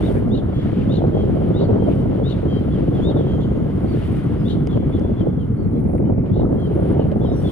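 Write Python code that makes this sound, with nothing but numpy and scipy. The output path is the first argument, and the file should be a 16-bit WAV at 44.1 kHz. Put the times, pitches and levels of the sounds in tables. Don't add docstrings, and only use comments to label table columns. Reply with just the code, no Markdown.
import sys
import numpy as np
from scipy import signal
from scipy.fft import rfft, irfft, next_fast_len
from scipy.io import wavfile
from scipy.ndimage import uniform_filter1d

SR = 44100
rng = np.random.default_rng(int(sys.argv[2]) if len(sys.argv) > 2 else 0)


def transcribe(signal):
    frames = np.atleast_2d(signal).T
    limited = np.clip(frames, -1, 1)
    pcm = np.round(limited * 32767).astype(np.int16)
    wavfile.write(sys.argv[1], SR, pcm)


N = 331191
TIME = np.arange(N) / SR
FREQS = np.maximum(np.fft.rfftfreq(next_fast_len(N), 1 / SR), 1)
PITCH_WAVER = .006

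# (time [s], level [dB])
WATER_STIR = [(0, -46), (0.15, -48), (0.3, -51.5), (0.5, -50), (0.7, -48.5), (1.5, -49.5), (1.9, -49.5),
              (2.07, -50), (2.4, -49.5), (2.7, -49), (3.5, -50), (4.05, -47.5), (4.3, -49), (4.95, -50.5),
              (5.5, -54), (6.2, -57.5), (6.55, -53.5), (6.85, -48.5), (7.15, -52), (7.51, -49)]
# (frequency [Hz], level [dB])
WAVELET_COLOUR = [(700, -6.5), (1400, 5), (2100, 2), (2550, -0.5), (3100, 2.5), (3800, -6), (4800, -12.5),
                  (5700, -21.5), (7500, -24), (10000, -27), (15000, -41.5)]


def from_db(db):
    return 10 ** (np.asarray(db) / 20)


def rms_one(x):
    return x / np.sqrt(np.mean(x ** 2) + 1e-20)


def in_time(curve):
    return np.interp(TIME, *np.transpose(curve))


def swing(curve):
    db = in_time(curve)
    return db - db.mean()


def gate(start, end, attack_s, release_s):
    return np.exp(-np.maximum(start - TIME, 0) / attack_s - np.maximum(TIME - end, 0) / release_s)


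def across_hz(points):
    hz, value = np.transpose(points)
    return np.interp(np.log(FREQS), np.log(hz), value)


def spectrum_of(x):
    return rfft(x, next_fast_len(N))


def wave_of(spectrum):
    return irfft(spectrum, next_fast_len(N))[..., :N]


def drift(rate):
    return rms_one(wave_of(spectrum_of(rng.standard_normal(N)) / (1 + (FREQS / rate) ** 4)))


def lumpy(rate, depth_db):
    return rms_one(rng.standard_normal((2, N)) * from_db(depth_db * np.clip(drift(rate), -2, 2)))


def droplets(per_s, spread_db):
    sizes = from_db(spread_db * np.minimum(rng.exponential(1, N), 4))
    return rms_one((rng.random(N) < per_s / SR) * sizes * rng.standard_normal((2, N)))


def steady(pair, window_s):
    power = uniform_filter1d(np.mean(pair ** 2, axis=0), int(window_s * SR))
    return pair / np.sqrt(np.maximum(power, 0) + 1e-4)


def ring(clicks, hz, t60):
    decay, step = from_db(-60 / (t60 * SR)), 2 * np.pi * hz / SR
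    return signal.lfilter([0, np.sin(step)], [1, -2 * decay * np.cos(step), decay ** 2], clicks + 1e-18)


def pan(x, left_db):
    return x * from_db([[left_db / 2], [-left_db / 2]])


def at_ports(pair, colour_db):
    # (frequency [Hz], likeness [0-1])
    likeness = [(30, .85), (70, .88), (150, .7), (280, .5), (450, .72), (750, .87), (1400, .72), (2500, .5),
                (5000, .35), (9500, .68), (15000, .62)]
    # (frequency [Hz], phase [rad])
    left_lead = [(30, .2), (90, .12), (180, .03), (260, .4), (320, 1.1), (420, 1.6), (700, 1.8),
                 (1250, 1.0), (2100, 1.1), (3000, 1.0), (4200, 1.8), (8000, 0)]
    # (frequency [Hz], level [dB])
    balance = [(30, -0.5), (250, 0.5), (700, -1.5), (1300, 2.5), (2000, 3), (4300, 2), (6000, 2),
               (8500, -1.5), (13000, 2)]
    mid, side = spectrum_of(pair) * from_db(colour_db)
    alike, sign = across_hz(likeness), np.array([[1], [-1]])
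    ports = np.sqrt(1 + alike) * mid + sign * np.sqrt(1 - alike) * side
    ports *= from_db(sign * across_hz(balance) / 2) * np.exp(.5j * sign * across_hz(left_lead))
    return rms_one(wave_of(ports))


def rumble():
    # (frequency [Hz], level [dB])
    colour = [(300, -4.5), (700, 7), (1000, 2.5), (1400, -0.5), (1800, -10), (2150, -8.5), (2500, -29),
              (4000, -36.5), (7000, -39.5), (15000, -60)]
    level_db = -43.5 + .66 * swing(WATER_STIR)
    return from_db(level_db) * at_ports(lumpy(rate=14, depth_db=1.4), across_hz(colour))


def hiss():
    # (frequency [Hz], level [dB])
    colour = [(2000, -1.5), (5800, -1.5), (8000, -5.5), (11000, -15), (15000, -15)]
    return from_db(-81.5) * at_ports(rng.standard_normal((2, N)), across_hz(colour))


def shrill(bands):
    gain = sum(from_db(db) / (1 + (2 * (FREQS - hz) / width) ** 2) for hz, width, db in bands)
    return at_ports(rng.standard_normal((2, N)), 20 * np.log10(gain))


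def far_insects():
    # (frequency [Hz], width [Hz], level [dB])
    bands = [(6250, 260, -16), (9550, 430, -6), (11720, 150, -19), (12260, 430, -15)]
    # (time [s], level [dB])
    strength = [(0, -71.5), (2.1, -71.5), (2.7, -70.5), (4.5, -69.5), (5.3, -74.5), (5.97, -72.5),
                (6.04, -75), (6.2, -78), (6.28, -76.5), (7.51, -68)]
    return from_db(in_time(strength) - .6 * drift(4)) * shrill(bands)


def near_insects(hz, width_hz, pulse_hz, swell_db):
    # (start [s], end [s], final level [dB])
    trills = [(1.152, 1.496, -68.5), (2.7, 3.217, -77), (4.75, 5.042, -68), (5.453, 5.991, -66.5),
              (6.402, 6.934, -63.5)]
    phrases = 0
    for start, end, db in trills:
        remaining = np.clip((end - TIME) / (end - start), 0, 1)
        phrases += from_db(db - swell_db * remaining) * (TIME > start) * (TIME < end)
    phase = 2 * np.pi * np.cumsum(pulse_hz + .5 * drift(2)) / SR
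    return phrases * rms_one((1 + np.sin(phase)) ** 2) * shrill([(hz, width_hz, 0)])


def twitter(start, end, hz, throb_hz, db):
    throb = 1 + .5 * np.sin(2 * np.pi * throb_hz * TIME)
    tone = np.sin(2 * np.pi * np.cumsum(hz * (1 + PITCH_WAVER * drift(90))) / SR)
    return pan(from_db(db) * gate(start, end, attack_s=.01, release_s=.03) * throb * tone, left_db=8)


def wavelets():
    lapping = lumpy(rate=6.6, depth_db=2) + .35 * droplets(per_s=380, spread_db=3.5)
    return from_db(-54.5 + 2.6 * swing(WATER_STIR)) * at_ports(lapping, across_hz(WAVELET_COLOUR))


def fizz():
    # (frequency [Hz], level [dB])
    colour = [(2500, -13), (4500, 6), (7000, -1.5), (8600, 2.5), (10400, -5), (11200, -4), (14000, 5),
              (16000, -3.5)]
    bursts = lumpy(rate=30, depth_db=4) + .35 * droplets(per_s=250, spread_db=1)
    return from_db(-77 + 1.1 * swing(WATER_STIR)) * at_ports(bursts, across_hz(colour))


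def spray():
    # (start [s], end [s], level [dB])
    showers = [(-0.05, .18, -57.5), (1.88, 2.023, -64), (3.749, 4.35, -69.5), (3.95, 4.194, -65),
               (4.466, 4.524, -64.5), (6.798, 6.89, -72), (7.362, 7.597, -59.5)]
    # (frequency [Hz], level [dB])
    colour = [(2000, 3), (4500, 3.5), (7000, -4), (8600, 4.5), (10300, 5), (11300, -3.5), (14000, -3),
              (16000, -13)]
    level = sum(from_db(db) * gate(start, end, attack_s=.035, release_s=.037)
                for start, end, db in showers)
    return level * at_ports(lumpy(rate=40, depth_db=2), across_hz(colour))


def swishes():
    # (middle [s], half length [s], pitch [Hz], width [Hz], level [dB])
    strokes = [(0.04, 0.036, 2140, 400, -55), (0.16, .04, 1820, 800, -47), (0.654, 0.07, 1680, 1000, -51.5),
               (0.8, 0.033, 2590, 700, -51), (1.751, 0.028, 1246, 592, -43), (1.907, .04, 2650, 1100, -51),
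               (3.153, .04, 1344, 400, -48), (4.049, 0.18, 2215, 498, -55.5),
               (4.884, .08, 2120, 600, -55.5), (5.2, .03, 2210, 700, -60), (5.949, 0.33, 2100, 700, -59),
               (6.273, 0.025, 1684, 1300, -52.5), (7.026, 0.024, 2770, 504, -53)]
    bubbles = steady(lumpy(rate=18, depth_db=5.5) + .5 * droplets(per_s=420, spread_db=6), window_s=.068)
    out = 0
    for s, half_s, hz, width_hz, db in strokes:
        band = signal.butter(2, [hz - width_hz / 2, hz + width_hz / 2], "band", fs=SR, output="sos")
        cloud = rms_one(signal.sosfilt(band, bubbles))
        out += from_db(db) * cloud / (1 + ((TIME - s) / half_s) ** 4)
    return pan(out, left_db=3.5)


def slaps():
    # (time [s], level [dB])
    hits = [(4.77, -43), (6.261, -52.5), (6.298, -52), (7.116, -43)]
    level = sum(from_db(db) * gate(s, s, attack_s=.0003, release_s=.0087) for s, db in hits)
    return level * at_ports(rng.standard_normal((2, N)), across_hz(WAVELET_COLOUR))


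def plops(t60, rise_per_s, attack_s):
    # (time [s], starting pitch [Hz], level [dB])
    bubbles = [(4.771, 1000, -27), (6.453, 1240, -29), (6.523, 1730, -45)]
    out, age = np.zeros(N), TIME[:SR // 10]
    for s, hz, db in bubbles:
        tone = np.sin(2 * np.pi * hz * age * (1 + rise_per_s * age))
        level = from_db(db - 60 * age / t60) * np.minimum(age / attack_s, 1)
        out[int(s * SR):int(s * SR) + len(age)] += level * tone
    return pan(out, left_db=-2.5)


def ticks():
    # (time [s], level [dB])
    contacts = [(0.292, -43), (1.072, -45), (1.955, -46), (4.6723, -26.5), (4.996, -36)]
    # (frequency [Hz], level [dB], time to fall 60 dB [s])
    modes = [(2200, -8, 0.01), (3000, -10.5, 0.0098), (4950, -10.5, 0.0075), (6400, -16, 0.0064),
             (8600, -16, .004)]
    clicks = np.zeros(N)
    for s, db in contacts:
        clicks[int(s * SR)] = from_db(db)
    rings = sum((-1) ** k * from_db(db) * ring(clicks, hz, t60) for k, (hz, db, t60) in enumerate(modes))
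    return pan(rings, left_db=-6)


def wind():
    # (frequency [Hz], level [dB])
    big_colour = [(15, -21), (28, -17), (50, -7.5), (105, -0.5), (190, -3.5), (290, -8.5), (450, -18.5),
                  (800, -50), (1500, -88), (5000, -130)]
    small_colour = [(100, -20), (220, -5.5), (340, -1.5), (520, -6.5), (720, -15.5), (1000, -30.5),
                    (1600, -49.5), (3000, -80.5), (8000, -120)]
    # (time [s], level [dB])
    buffeting = [(0, -18.5), (0.15, -17.5), (0.5, -20), (0.82, -17), (1.9, -17), (2.4, -19.5),
                 (2.82, -17.5), (3.55, -18), (3.75, -19.5), (4.25, -18.5), (4.65, -17.5), (5.4, -19.5),
                 (5.6, -18.5), (6.4, -16.5), (6.6, -19.5), (7.0, -17), (7.51, -19)]
    gusts = [(0, -23), (0.2, -23.5), (0.6, -30), (1.0, -23), (1.78, -21.5), (2.1, -24), (2.33, -27),
             (2.55, -24.5), (2.7, -28), (3.15, -21), (3.45, -25), (3.73, -28.5), (4.4, -30.5), (5.05, -25),
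             (5.17, -31.5), (5.25, -21), (5.48, -40), (5.68, -32.5), (5.95, -23), (6.3, -27), (6.42, -21.5),
             (6.67, -26), (6.8, -20.5), (7.0, -22.5), (7.51, -27.5)]
    big = steady(at_ports(lumpy(rate=22, depth_db=2), across_hz(big_colour)), window_s=.12)
    small = steady(at_ports(lumpy(rate=65, depth_db=5.6), across_hz(small_colour)), window_s=.06)
    return from_db(in_time(buffeting)) * big + from_db(-26.5 + swing(gusts)) * small


def puffs(half_length_s):
    # (time [s], level [dB], brightness [0-1])
    blows = [(0.098, -20, 0.7), (0.165, -25.5, 0.95), (0.34, -15.5, 0.04), (0.914, -21.5, .5),
             (1.04, -18, 0.5), (1.168, -20.5, 1), (1.621, -19.5, 1), (1.707, -16, 0.33), (1.764, -17.5, 1),
             (1.887, -15.5, .4), (2.145, -21, 1), (2.213, -22, 1), (2.462, -18, 0.1), (2.789, -21, 0.12),
             (3.09, -21.5, 0.98), (3.172, -19.5, 1), (3.571, -24, .3), (3.667, -28.5, .5),
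             (3.848, -21.5, 0.77), (3.941, -18, 0.03), (4.5, -27, 0.2), (4.566, -26, 0.46),
             (4.774, -20.5, .9), (5.1, -20.5, 0.5), (5.275, -18.5, 0.13), (5.61, -28, 0.13),
             (5.775, -20.5, 0), (6.022, -25.5, 0.1), (6.1, -18, 0.44), (6.405, -19, 0.9),
             (6.527, -19, 0.58), (6.76, -20.5, 0.15), (6.909, -22.5, 0.97), (6.994, -17.5, 0.96),
             (7.241, -20, 1), (7.322, -21, 0.37), (7.463, -21, 0.43)]
    # (frequency [Hz], level [dB])
    thump_colour = [(80, -17), (170, -6), (270, 0), (380, -5), (520, -17), (800, -33.5), (1500, -61),
                    (5000, -110)]
    flutter_colour = [(100, -19.5), (240, 0), (400, -1), (580, -3.5), (800, -13.5), (1100, -27.5),
                      (1700, -41), (3000, -64), (8000, -110)]
    thump = steady(at_ports(lumpy(rate=41, depth_db=4), across_hz(thump_colour)), window_s=.019)
    flutter = steady(at_ports(lumpy(rate=70, depth_db=9), across_hz(flutter_colour)), window_s=.027)
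    out = 0
    for s, db, brightness in blows:
        level = from_db(db) * np.exp(-((TIME - s) / half_length_s) ** 2 / 2)
        out += level * (np.sqrt(1 - brightness) * thump + np.sqrt(brightness) * flutter)
    return out


def scatter(x, near_t60, far_t60, far_db):
    age = TIME[:SR]
    fade = from_db(-60 * age / near_t60) + from_db(far_db - 60 * age / far_t60)
    tail = rng.standard_normal((2, SR)) * fade
    tail /= np.sqrt(np.sum(tail ** 2, axis=1, keepdims=True))
    return signal.fftconvolve(x[None], tail, axes=1)[:, :N]


def call(arch, top_hz, rough, break_at, octave_db, sides, waver, jitter, breaks, air):
    mouth_hz, air_db = 3530, 7.6
    progress = np.linspace(0, 1, len(waver))
    start_drop, end_drop, top_at = arch
    rise = np.clip(1 - progress / top_at, 0, 1)
    fall = np.clip((progress - top_at) / (1 - top_at), 0, 1)
    hz = top_hz * (1 - start_drop * rise ** 1.55 - end_drop * fall ** 1.9)
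    fray = rough * np.clip((progress - break_at) / .15, .15, 1) * (1 - .78 * fall ** 2)
    phase = 2 * np.pi * np.cumsum(hz * (1 + PITCH_WAVER * waver + .048 * fray * jitter)) / SR
    octave = from_db(octave_db - 8 * progress - .07 * np.maximum(hz - mouth_hz, 0))
    flicker = 1 + (.12 + .85 * fray) * breaks
    tone = (1 - .68 * fray) * flicker * (np.sin(phase) + octave * np.sin(2 * phase))
    side_tones = sum(from_db(db) * np.sin(multiple * phase) for multiple, db in sides)
    rasp = side_tones * (.5 + fray) * (1 + .5 * jitter) + fray * from_db(air_db) * air
    attack, release = .2 + .25 * top_at, .25
    swell = np.clip(np.minimum(progress / attack, (1 - progress) / release), 0, 1) ** .7
    return swell * np.array([tone, rasp])


def otters():
    # (start [s], length [s], top pitch [Hz], level [dB],
    # roughness [0-1], top at [share of length], break at [share of length])
    squeals = [(0.002, .102, 3760, -47.5, .3, .6, .35), (0.301, .108, 3930, -44.2, .7, .55, .32),
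               (0.883, .122, 3930, -42.3, .72, .55, .24), (1.528, .127, 3950, -45.3, .8, .6, .33),
               (2.228, .124, 3950, -41.3, .78, .6, .38), (3.01, .122, 3760, -40.5, .5, .68, .62),
               (4.44, .123, 3900, -42.8, .75, .58, .25), (6.308, .138, 3820, -53.5, .75, .65, .12)]
    # (start [s], length [s], pitch [Hz], level [dB], droop [share of pitch])
    peeps = [(0.525, 0.118, 3320, -49.5, .005), (1.128, 0.118, 3250, -50, .025),
             (1.783, 0.11, 3180, -54, .025), (1.96, 0.085, 3050, -57.5, .025),
             (2.473, 0.13, 3190, -46, .025), (3.258, 0.13, 3227, -50, .025), (4.763, 0.11, 3320, -59, .025),
             (5.003, 0.1, 3460, -55.5, .015), (5.262, 0.1, 3460, -63.5, .025),
             (5.725, 0.082, 3330, -63, .015), (5.707, 0.085, 4030, -66, .015),
             (6.039, 0.07, 3030, -62.5, .025), (6.575, .112, 3250, -50.5, .06),
             (7.24, 0.12, 3780, -55, .025), (7.435, 0.08, 3484, -44.5, .025)]
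    # (start [s], length [s], pitch [Hz], level [dB], roughness [0-1])
    chirps = [(2.7, .074, 3400, -50.5, .5), (2.928, .072, 3420, -47.5, .35),
              (3.145, .085, 3580, -47.5, .45), (3.392, .072, 3360, -46.5, .45),
              (4.475, .052, 3450, -43, .25), (4.69, .072, 3480, -46, .5), (4.918, .075, 3470, -48.7, .5),
              (5.164, .066, 3420, -49, .32), (5.38, .062, 3260, -54, .35), (6.975, .07, 3070, -53.5, .45),
              (7.208, .068, 3470, -46.5, .3), (7.452, .055, 3400, -46, .45)]
    # (start [s], length [s], top pitch [Hz], level [dB],
    # start below the top [share of pitch], end below the top [share of pitch])
    whistles = [(1.595, 0.076, 4610, -54, 0.066, 0.12), (3.862, 0.094, 4600, -56.5, 0.19, 0.13),
                (4.367, 0.1, 5030, -64, .05, .06), (5.562, 0.1, 4500, -65.5, 0.064, .09),
                (7.235, 0.075, 5270, -63, 0.038, .05), (7.31, 0.12, 5840, -58.5, 0.027, .12)]
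    # (pitch multiple, in a squeal [dB], peep or whistle [dB], chirp [dB])
    side_tones = [(3 / 4, -13, -18, -18), (5 / 4, -11, -9, -19), (3 / 2, -4, 5, -3)]
    # (frequency [Hz], gain [dB])
    throat = [(1500, -36), (2500, -19), (2820, -1.5), (3400, -1), (4000, -1), (4400, -8), (4700, -21),
              (5600, -27), (6600, -21), (7600, -23), (8500, -31), (12000, -33)]
    # (left minus right [dB], lag at the right port [samples], scattered power [share])
    squeal_place, peep_place = (9, 3, .14), (4, 4, .2)
    chirp_place, whistle_place = (2.5, 3, .45), (5, 3, .35)
    paths = np.zeros((3, 2, N + SR))
    air = signal.sosfilt(signal.butter(4, 7040, fs=SR, output="sos"), rng.standard_normal(N))
    noises = np.pad([drift(90), drift(300), drift(260), air], ((0, 0), (0, SR)), "wrap")
    multiples, squeal_sides, pure_sides, chirp_sides = np.transpose(side_tones)

    def add(place, arch, sides_db, start, length, hz, db, rough, break_at=.12, octave_db=-21):
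        left_db, lag, scattered = place
        first, last = int(start * SR), int((start + length) * SR)
        sides = zip(multiples, sides_db)
        voice = from_db(db) * call(arch, hz, rough, break_at, octave_db, sides, *noises[:, first:last])
        left, right = np.sqrt(1 - scattered) * rms_one(pan(1, left_db)[:, 0])
        for path, gain, late in zip(paths, (left, right, np.sqrt(scattered)), (0, lag, 0)):
            path[:, first + late:last + late] += gain * voice

    for *row, top_at, break_at in squeals:
        add(squeal_place, (.17, .23, top_at), squeal_sides, *row, break_at=break_at, octave_db=-20)
    for *row, droop in peeps:
        add(peep_place, (.003, droop, .15), pure_sides, *row, rough=.14)
    for row in chirps:
        add(chirp_place, (.008, .15, .15), chirp_sides, *row)
    for *row, start_drop, end_drop in whistles:
        add(whistle_place, (start_drop, end_drop, .3), pure_sides, *row, rough=.17)
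    tones, rasps = paths[:, 0, :N], paths[:, 1, :N]
    voices = from_db(4) * (tones + wave_of(spectrum_of(rasps) * from_db(across_hz(throat))))
    return voices[:2] + scatter(voices[2], near_t60=.07, far_t60=1.0, far_db=-14)


def scene():
    voices = otters()
    distance = rumble()
    water = wavelets() + fizz() + hiss() + spray()
    splashes = swishes() + slaps() + plops(t60=.024, rise_per_s=2.7, attack_s=.001)
    bank = far_insects() + near_insects(hz=9730, width_hz=160, pulse_hz=86.6, swell_db=16)
    bank += twitter(start=3.29, end=3.62, hz=6720, throb_hz=32, db=-75)
    return distance + bank + water + splashes + ticks() + wind() + puffs(half_length_s=.018) + voices


def record(dry):
    fade_in_s, cutoff_hz = .008, 15700
    lowpass = signal.ellip(12, .1, 80, cutoff_hz, fs=SR, output="sos")
    return signal.sosfilt(lowpass, dry * np.minimum(TIME / fade_in_s, 1))


dry = scene()
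out = record(dry)
transcribe(out)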